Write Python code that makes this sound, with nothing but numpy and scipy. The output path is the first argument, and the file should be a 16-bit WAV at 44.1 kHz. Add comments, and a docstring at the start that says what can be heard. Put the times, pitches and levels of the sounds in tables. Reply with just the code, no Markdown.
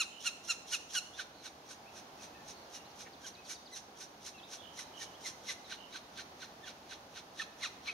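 """At a tree hole in a forest, woodpecker nestlings beg in four short notes a second while an adult feeds them.
Each note is a swell of hoarse rasp, air forced through the syrinx, that often breaks into a falling yelp;
both ring the wooden cavity. A claw scrapes the bark once and small songbirds whistle further off.
The trees give the calls a soft echo, over a steady rush of leaves and wind."""
import sys
import numpy as np
from scipy import signal
from scipy.fft import rfft, irfft, next_fast_len
from scipy.io import wavfile
from scipy.ndimage import uniform_filter1d

SR = 44100
rng = np.random.default_rng(int(sys.argv[2]) if len(sys.argv) > 2 else 0)


def int16_out(signal):
    """Quantize to a 16-bit WAV file."""
    q = np.round(np.clip(np.atleast_2d(signal).T, -1, 1) * 32767)
    wavfile.write(sys.argv[1], SR, q.astype(np.int16))


N = 349713
TOP_HZ = 15700
TIME = np.arange(N) / SR
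FFT_SIZE = next_fast_len(N + SR)
FREQ = np.maximum(np.arange(FFT_SIZE // 2 + 1) * SR / FFT_SIZE, 1)


def begging(base_spread_s=.016, stretch_per_s=.027, stretch_per_db=-.01):
    """The rhythm of the begging: each note's crest and spread in seconds, its rasp and hiss in dB."""
    # Each row: crest in seconds, rasp level in dB.
    notes = [(0.018, -42), (.268, -39.5), (.508, -42), (0.739, -40), (.963, -41), (1.201, -45),
             (1.462, -52), (1.715, -55), (1.979, -57), (2.239, -56.5), (2.499, -56.5), (2.758, -55),
             (3.011, -56), (3.271, -53.5), (3.514, -49.5), (3.77, -54), (4.022, -54.5), (4.273, -53),
             (4.539, -52.5), (4.799, -50), (5.025, -49.5), (5.273, -47.5), (5.501, -43), (5.724, -45.5),
             (5.956, -47.5), (6.193, -47), (6.43, -50), (6.682, -49.5), (6.924, -50), (7.175, -51),
             (7.409, -44), (7.646, -40.5), (7.887, -43)]
    # The hiss dips while the adult's head fills the hole. 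Each row: time in seconds, dB over the rasp.
    hiss_over_rasp = [(0, -0.5), (.5, 4), (.97, 5.5), (1.2, -2.5), (1.72, 3.5), (3.8, 6.5), (5.03, 3.5),
                      (5.28, 5), (5.5, 0.5), (5.73, -5), (7.15, -4), (7.65, -5), (7.89, -9.5)]
    crest, rasp_db = np.transpose(notes)
    # later and quieter notes last a little longer
    spread = base_spread_s * (1 + stretch_per_s * crest + stretch_per_db * (rasp_db - rasp_db.mean()))
    hiss_db = rasp_db + np.interp(crest, *np.transpose(hiss_over_rasp))
    return list(zip(crest, spread, rasp_db, hiss_db))


def rasps(flutter_db=1.5, lead_s=.05, wheeze_db=-16, squeak_hz=5950, climb_oct_per_s=1.7):
    """Air forced through a syrinx without locking into a tone; a wheeze and a rising squeak lead in."""
    # The three colours of the breath. Each row: frequency in Hz, level in dB.
    rasp_colour = [(700, -36), (1100, -1.5), (1500, -1), (2400, -3.5), (3200, 4.5), (4100, 3.5), (4900, -4),
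                   (6000, -5), (9000, -69), (14000, -70)]
    hiss_colour = [(2500, -41), (4600, -7), (5500, 1.5), (6300, 4.5), (7000, -3.5), (8500, -3.5),
                   (11000, -12), (13000, -23.5), (15500, -65)]
    wheeze_colour = [(2500, -24), (3200, -0.5), (4700, -17), (5500, 0), (5900, -19), (6500, -3.5),
                     (7500, -7), (11000, -15.5), (15000, -36)]
    rasp, hiss, wheeze, squeak = np.zeros((4, N))
    waver = 1 + .0134 * wobble(500, N)
    for crest, spread, rasp_db, hiss_db in begging():
        near, t = around(crest, reach_s=.12)
        rasp[near] += undb(rasp_db) * swell(t, spread, .98 * spread, steepness=1.3)
        hiss[near] += undb(hiss_db) * swell(t, spread, .98 * spread, steepness=1.15)
        lead_in = undb(hiss_db + wheeze_db) * swell(t + lead_s, .02, .02, steepness=2.1)
        wheeze[near] += lead_in
        pitch = squeak_hz * 2 ** (climb_oct_per_s * (t + lead_s)) * waver[near]
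        squeak[near] += undb(-3) * lead_in * np.sin(phase(pitch))
    flutter = undb(flutter_db * wobble(450, N))
    breath = undb(-1.5) * rasp * scattered(rasp_colour) + hiss * scattered(hiss_colour)
    return flutter * (breath + wheeze * scattered(wheeze_colour) + squeak)


def voicing(pip_hz=1507, pip_fall_oct_per_s=13.9, pip_strain=.35, clear_s=.03):
    """Where the voice sounds: the yelps, and a soft pip at the crest of each note that has none."""
    # Each row: crest in seconds, pitch there in Hz, fall there in octaves per second,
    # relative level in dB, strain from 0 to 1.
    cries = [(.009, 1372, 7.5, -30, 1), (.272, 1399, 5.5, -31.5, 1), (.507, 1376, 4.6, -31.5, 0.92),
             (.743, 1422, 9.97, -33.5, 1), (.96, 1540, 11.8, -38, .6), (0.978, 1433, 4.8, -32, 1),
             (1.197, 1540, 21.2, -41.5, 0.21), (3.254, 1582, 6.4, -48.5, 0.64), (3.738, 1996, 4.1, -49, 1),
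             (4.792, 2040, 7.5, -50.5, 0), (5.016, 1850, 6.9, -53.5, 0.1), (5.261, 2070, 7, -47, 0.42),
             (5.498, 2040, 7.2, -42, .5), (6.645, 1740, 8.7, -54.5, 0.6), (7.402, 1790, 18, -40, 0.03),
             (7.419, 1303, 7.1, -45, 0.52), (7.64, 1970, 20, -39.5, 0.6), (7.656, 1343, 17, -41.5, 0.64),
             (7.888, 2260, 10.8, -44.5, .25), (7.899, 2547, 4, -44.5, .3)]
    pips = []
    for crest, _, rasp_db, hiss_db in begging():
        if all(abs(crest - cry[0]) > clear_s for cry in cries):
            pip_db = rasp_db - 4 - .48 * (hiss_db - rasp_db)  # more hiss, less voice
            pips.append((crest, pip_hz, pip_fall_oct_per_s, pip_db, pip_strain))
    return cries + pips


def yelps(climb_oct_per_s=7, peak_lead_s=.01114, bend_s=.00524, opening_db_per_s=700, harmonics=10):
    """The syrinx locks into a tone that climbs, then bends down through the throat's resonances."""
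    # The throat's colour. Each row: frequency in Hz, gain in dB.
    throat = [(900, 7), (1400, -7), (2100, -8), (2750, -1), (3400, 1), (4150, -10.5), (5000, -17),
              (5700, -10), (6900, -8), (8500, -14.5), (11000, -25), (14000, -47)]
    out = np.zeros(N)
    order = np.arange(1, harmonics + 1)[:, None]
    waver = 1 + .013 * wobble(700, N)
    voiced = voicing()
    offsets = rng.uniform(0, 2 * np.pi, (len(voiced), harmonics, 1))
    for (crest, hz, fall, db, strain), offset in zip(voiced, offsets):
        # strain makes a yelp longer and brighter
        spread = .0056 + .0068 * strain
        bright_db = -16 + 21 * strain
        near, t = around(crest, reach_s=3 * spread)
        climb_oct = -climb_oct_per_s * np.maximum(-t - peak_lead_s, 0)
        drop_oct = 2 * fall * bend_s * (np.logaddexp(0, t / bend_s) - np.log(2))
        pitch = hz * 2 ** (climb_oct - drop_oct) * waver[near]
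        # the overtones open up ahead of the crest; dull notes lose the top first
        opening_db = np.minimum(opening_db_per_s * (t + spread / 2), 0)
        overtones_db = (order > 1) * (opening_db + bright_db * (1 + .75 * np.log2(order / 2)))
        # each harmonic shivers on its own, the high ones most
        shiver_db = np.sqrt(order) * np.array([wobble(350, size=8192)[:len(t)] for _ in order])
        gains = undb(curve(throat, order * pitch) + overtones_db + shiver_db) * (order * pitch < TOP_HZ)
        gains /= np.linalg.norm(gains, axis=0) / np.sqrt(2)
        tone = np.sum(gains * np.sin(order * phase(pitch) + offset), axis=0)
        # it swells gently, holds and breaks off
        envelope = np.exp(-np.where(t < 0, (t / (1.2 * spread)) ** 2, np.abs(t / (1.1 * spread)) ** 3))
        out[near] += tone * undb(db) * envelope
    return out


def hollow(calls):
    """The cavity's air modes ring on top of the sound that leaves the hole directly."""
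    # Each row: resonance in Hz, width in Hz, gain in dB.
    modes = [(1274, 140, 0.5), (1539, 74, 5.5), (1796, 70, 8.5), (2082, 71, 7), (2296, 58, 10.5),
             (2490, 100, 8), (2810, 10, 7), (3060, 65, -7), (3220, 98, 1.5), (3795, 130, 6),
             (4172, 38.5, 10), (4150, 120, 6), (5100, 45, 0), (5770, 77, 5.5), (6770, 45, 1)]
    ring = sum((undb(db) - 1) / (1 + 1j * (FREQ / hz - hz / FREQ) * hz / width)
               for hz, width, db in modes)
    return shape(calls, 1 + ring)


def claw(crest_s=3.072, spread_s=.012, db=-53.5):
    """A claw scrapes the bark as the adult shifts its grip on the trunk."""
    # Each row: frequency in Hz, level in dB.
    scrape_colour = [(900, -25), (1600, -5), (2000, -2), (2500, -6), (3500, -16), (7000, -28), (12000, -50)]
    return undb(db) * swell(TIME - crest_s, spread_s, spread_s, steepness=1.7) * scattered(scrape_colour)


def whistle(start, length, hz, glide_oct, arch_oct, db, trill=0, trill_hz=56):
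    """A thin whistle that glides and arches in pitch; in a trilled one pitch and level beat quickly."""
    out = np.zeros(N)
    near = slice(int(start * SR), int((start + length) * SR))
    progress = np.linspace(0, 1, len(TIME[near]))
    waver = 1 + .0127 * wobble(243, size=16384)[:len(progress)]
    beat = 2 * np.pi * trill_hz * length * progress
    contour_oct = glide_oct * (progress - .5) - arch_oct * (2 * progress - 1) ** 2
    pitch = hz * 2 ** contour_oct * (1 + trill * np.sin(beat)) * waver
    envelope = np.abs(np.sin(np.pi * progress)) ** .62 * (1 - min(7 * trill, .8) * np.cos(beat))
    out[near] = undb(db) * np.sqrt(2) * envelope * np.sin(phase(pitch))
    return out


def songbirds(slur_s=.029, glide_oct=-.64, arch_oct=.084, shimmer_db=2):
    """Slurs and whistles ahead, trills off to the right; all shimmer through the leaves."""
    # Quick downward slurs. Each row: start in seconds, first pitch in Hz, relative level in dB.
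    slur_notes = [(2.634, 6350, -65), (2.895, 6320, -61), (3.124, 4950, -55), (3.337, 4900, -56),
                  (3.443, 5000, -58), (3.544, 5020, -53), (3.655, 5020, -54), (4.378, 4370, -52)]
    # Clear whistles. Each row: start and length in seconds, middle pitch in Hz,
    # glide and arch in octaves, relative level in dB.
    whistle_notes = [(1.127, 0.041, 3570, 0.15, .05, -58), (1.855, 0.048, 2640, 0.15, 0.12, -58),
                     (2.188, 0.033, 2560, -0.061, .03, -62), (2.319, 0.07, 2644, 0, 0.27, -64),
                     (2.344, .089, 1784, -0.053, -0.02, -63), (2.735, 0.082, 2834, -.14, .04, -56.5),
                     (2.847, .035, 4100, .27, 0, -60), (3.349, 0.083, 2580, -0.022, 0.26, -60.5),
                     (4.333, 0.09, 2624, -.09, -0.091, -57), (4.419, 0.035, 3500, 0.53, 0, -56),
                     (5.134, 0.031, 3160, .42, .1, -55.5), (5.636, .06, 3750, -0.36, -0.051, -56)]
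    # Buzzy trills. Each row: start and length in seconds, pitch in Hz, relative level in dB.
    trill_notes = [(.087, 0.15, 2980, -57), (1.326, 0.11, 4240, -63), (2.523, 0.12, 4270, -62),
                   (4.56, .11, 3430, -61.5), (4.61, .13, 3070, -56.5), (4.83, .061, 4020, -61),
                   (4.933, 0.096, 3030, -52.5), (5.763, .125, 2925, -58)]
    to_middle = 2 ** (glide_oct / 2 + arch_oct)
    slurs = sum(whistle(s, slur_s, hz * to_middle, glide_oct, arch_oct, db) for s, hz, db in slur_notes)
    whistles = sum(whistle(*note) for note in whistle_notes)
    trills = sum(whistle(s, length, hz, 0, 0, db, trill=.047) for s, length, hz, db in trill_notes)
    shimmer = undb(shimmer_db * wobble(150, N))
    return shimmer * (slurs + whistles + trills * undb([[-5], [5]]))


def air(level_db=-55, apart_hz=800):
    """A far, even rush of leaves and wind: alike on both sides in the bass, unrelated in the treble."""
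    # Each row: frequency in Hz, level in dB.
    rush_colour = [(20, -20), (40, -14.5), (70, -3.5), (120, -4.5), (220, 0.5), (520, -1), (780, 3.5),
                   (1200, -3.5), (2000, -10), (4200, -11), (6300, -14), (8500, -19.5), (11000, -23),
                   (15500, -28)]
    # Each row: frequency in Hz, left minus right in dB at full width.
    balance = [(750, -2.5), (1400, -3.5), (3500, 0), (6200, -1), (10500, 1.5), (14000, 0.5)]
    mid, side = noise(rush_colour, channels=2)
    width = 1 / np.sqrt(1 + (apart_hz / FREQ) ** 6)
    rush = mid + np.outer([1, -1], shape(side, width))
    rush = shape(rush, pan(balance) ** width / np.sqrt(1 + width ** 2))
    return unit(rush) * undb(level_db - .93 * wobble(1.393, N))


def reflections(t60, build_s):
    """Frequency response of scattered echoes that build up and die away, unrelated left and right."""
    t = TIME[:SR]
    envelope = undb(-60 * t / t60) * (1 - np.exp(-t / build_s))
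    return rfft(rng.standard_normal((2, SR)) * envelope / np.linalg.norm(envelope), FFT_SIZE)


def scattered(colour, apart_db=-4):
    """Stereo noise: one part shared, one part scattered to each side alone."""
    shared, *own = noise(colour, channels=3)
    return unit(shared + undb(apart_db) * np.array(own))


def noise(colour, channels):
    """Independent noises of one colour, rms 1."""
    return unit(shape(rng.standard_normal((channels, N)), undb(curve(colour, FREQ))))


def wobble(rate_hz, size):
    """Smooth random motion with a spread near 1."""
    at = np.arange(size) * rate_hz / SR
    return 1.36 * np.interp(at, np.arange(size), rng.standard_normal(size))


def swell(t, rise_s, fall_s, steepness):
    """A rounded crest at t = 0 with its own rise and fall."""
    u = np.where(t < 0, t / rise_s, t / fall_s)
    return np.exp(1 - (1 + u * u) ** (steepness / 2))


def around(crest_s, reach_s):
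    """The samples near a crest, and their time from it in seconds."""
    near = slice(max(int((crest_s - reach_s) * SR), 0), int((crest_s + reach_s) * SR))
    return near, TIME[near] - crest_s


def phase(pitch):
    """Running phase of a moving pitch."""
    return 2 * np.pi * np.cumsum(pitch) / SR


def pan(balance):
    """Left and right gains for every frequency."""
    return undb(np.outer([1, -1], curve(balance, FREQ)) / 2)


def curve(points, hz):
    """Read (Hz, dB) points on a log-frequency axis."""
    points_hz, db = np.transpose(points)
    return np.interp(np.log(hz), np.log(points_hz), db)


def shape(x, response):
    """Filter by a frequency response."""
    return irfft(rfft(x, FFT_SIZE) * response, FFT_SIZE)[..., :N]


def power(x):
    """Short-time power."""
    return np.abs(uniform_filter1d(x ** 2, size=400)) + 1e-12


def unit(x):
    """Scale to rms 1."""
    return x / np.sqrt(np.mean(x ** 2))


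def undb(db):
    """Decibels to gain."""
    return 10 ** (np.asarray(db) / 20)


def scene(right_lag_s=1.5e-5):
    """The nest close by and the songbirds further off, scattered by bark, echoed by the trees."""
    # The nest's place in the stereo image. Each row: frequency in Hz, left minus right in dB.
    nest_balance = [(1200, -2), (3000, -3), (4300, 0.5), (5800, -4.5), (7200, -1.5), (8500, 0.5),
                    (10500, 8), (14000, 1)]
    forest = reflections(t60=.6, build_s=.015)
    bark = reflections(t60=.05, build_s=.0015)
    voice = undb(-1.5) * yelps()
    rasp = rasps()
    # while the syrinx is locked into a tone, the rasp thins out
    locked = power(voice) / (power(voice) + power(rasp[0]))
    rasp *= 1 - .62 * locked
    close = 1 + undb(-5.5) * bark + undb(-12) * forest
    distant = undb([[-5], [-3]]) + undb(-8) * bark + undb(-6) * forest
    placement = pan(nest_balance) * np.exp(-2j * np.pi * np.outer([0, right_lag_s], FREQ))
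    nest = shape(hollow(voice + rasp), placement * close)
    return nest + shape(songbirds(), distant) + claw() + air()


def record(dry):
    """Two steep notches in the treble, then the top is cut."""
    # The recorder's dead bands. Each row: centre in Hz, width of one filter pass in Hz.
    notches = [(7690, 830), (9610, 770)]
    for hz, width in notches:
        b, a = signal.iirnotch(hz, hz / width, fs=SR)
        dry = signal.lfilter(b, a, signal.lfilter(b, a, dry))
    return signal.sosfilt(signal.ellip(10, .2, 70, TOP_HZ, fs=SR, output="sos"), dry)


dry = scene()
out = record(dry)
int16_out(out)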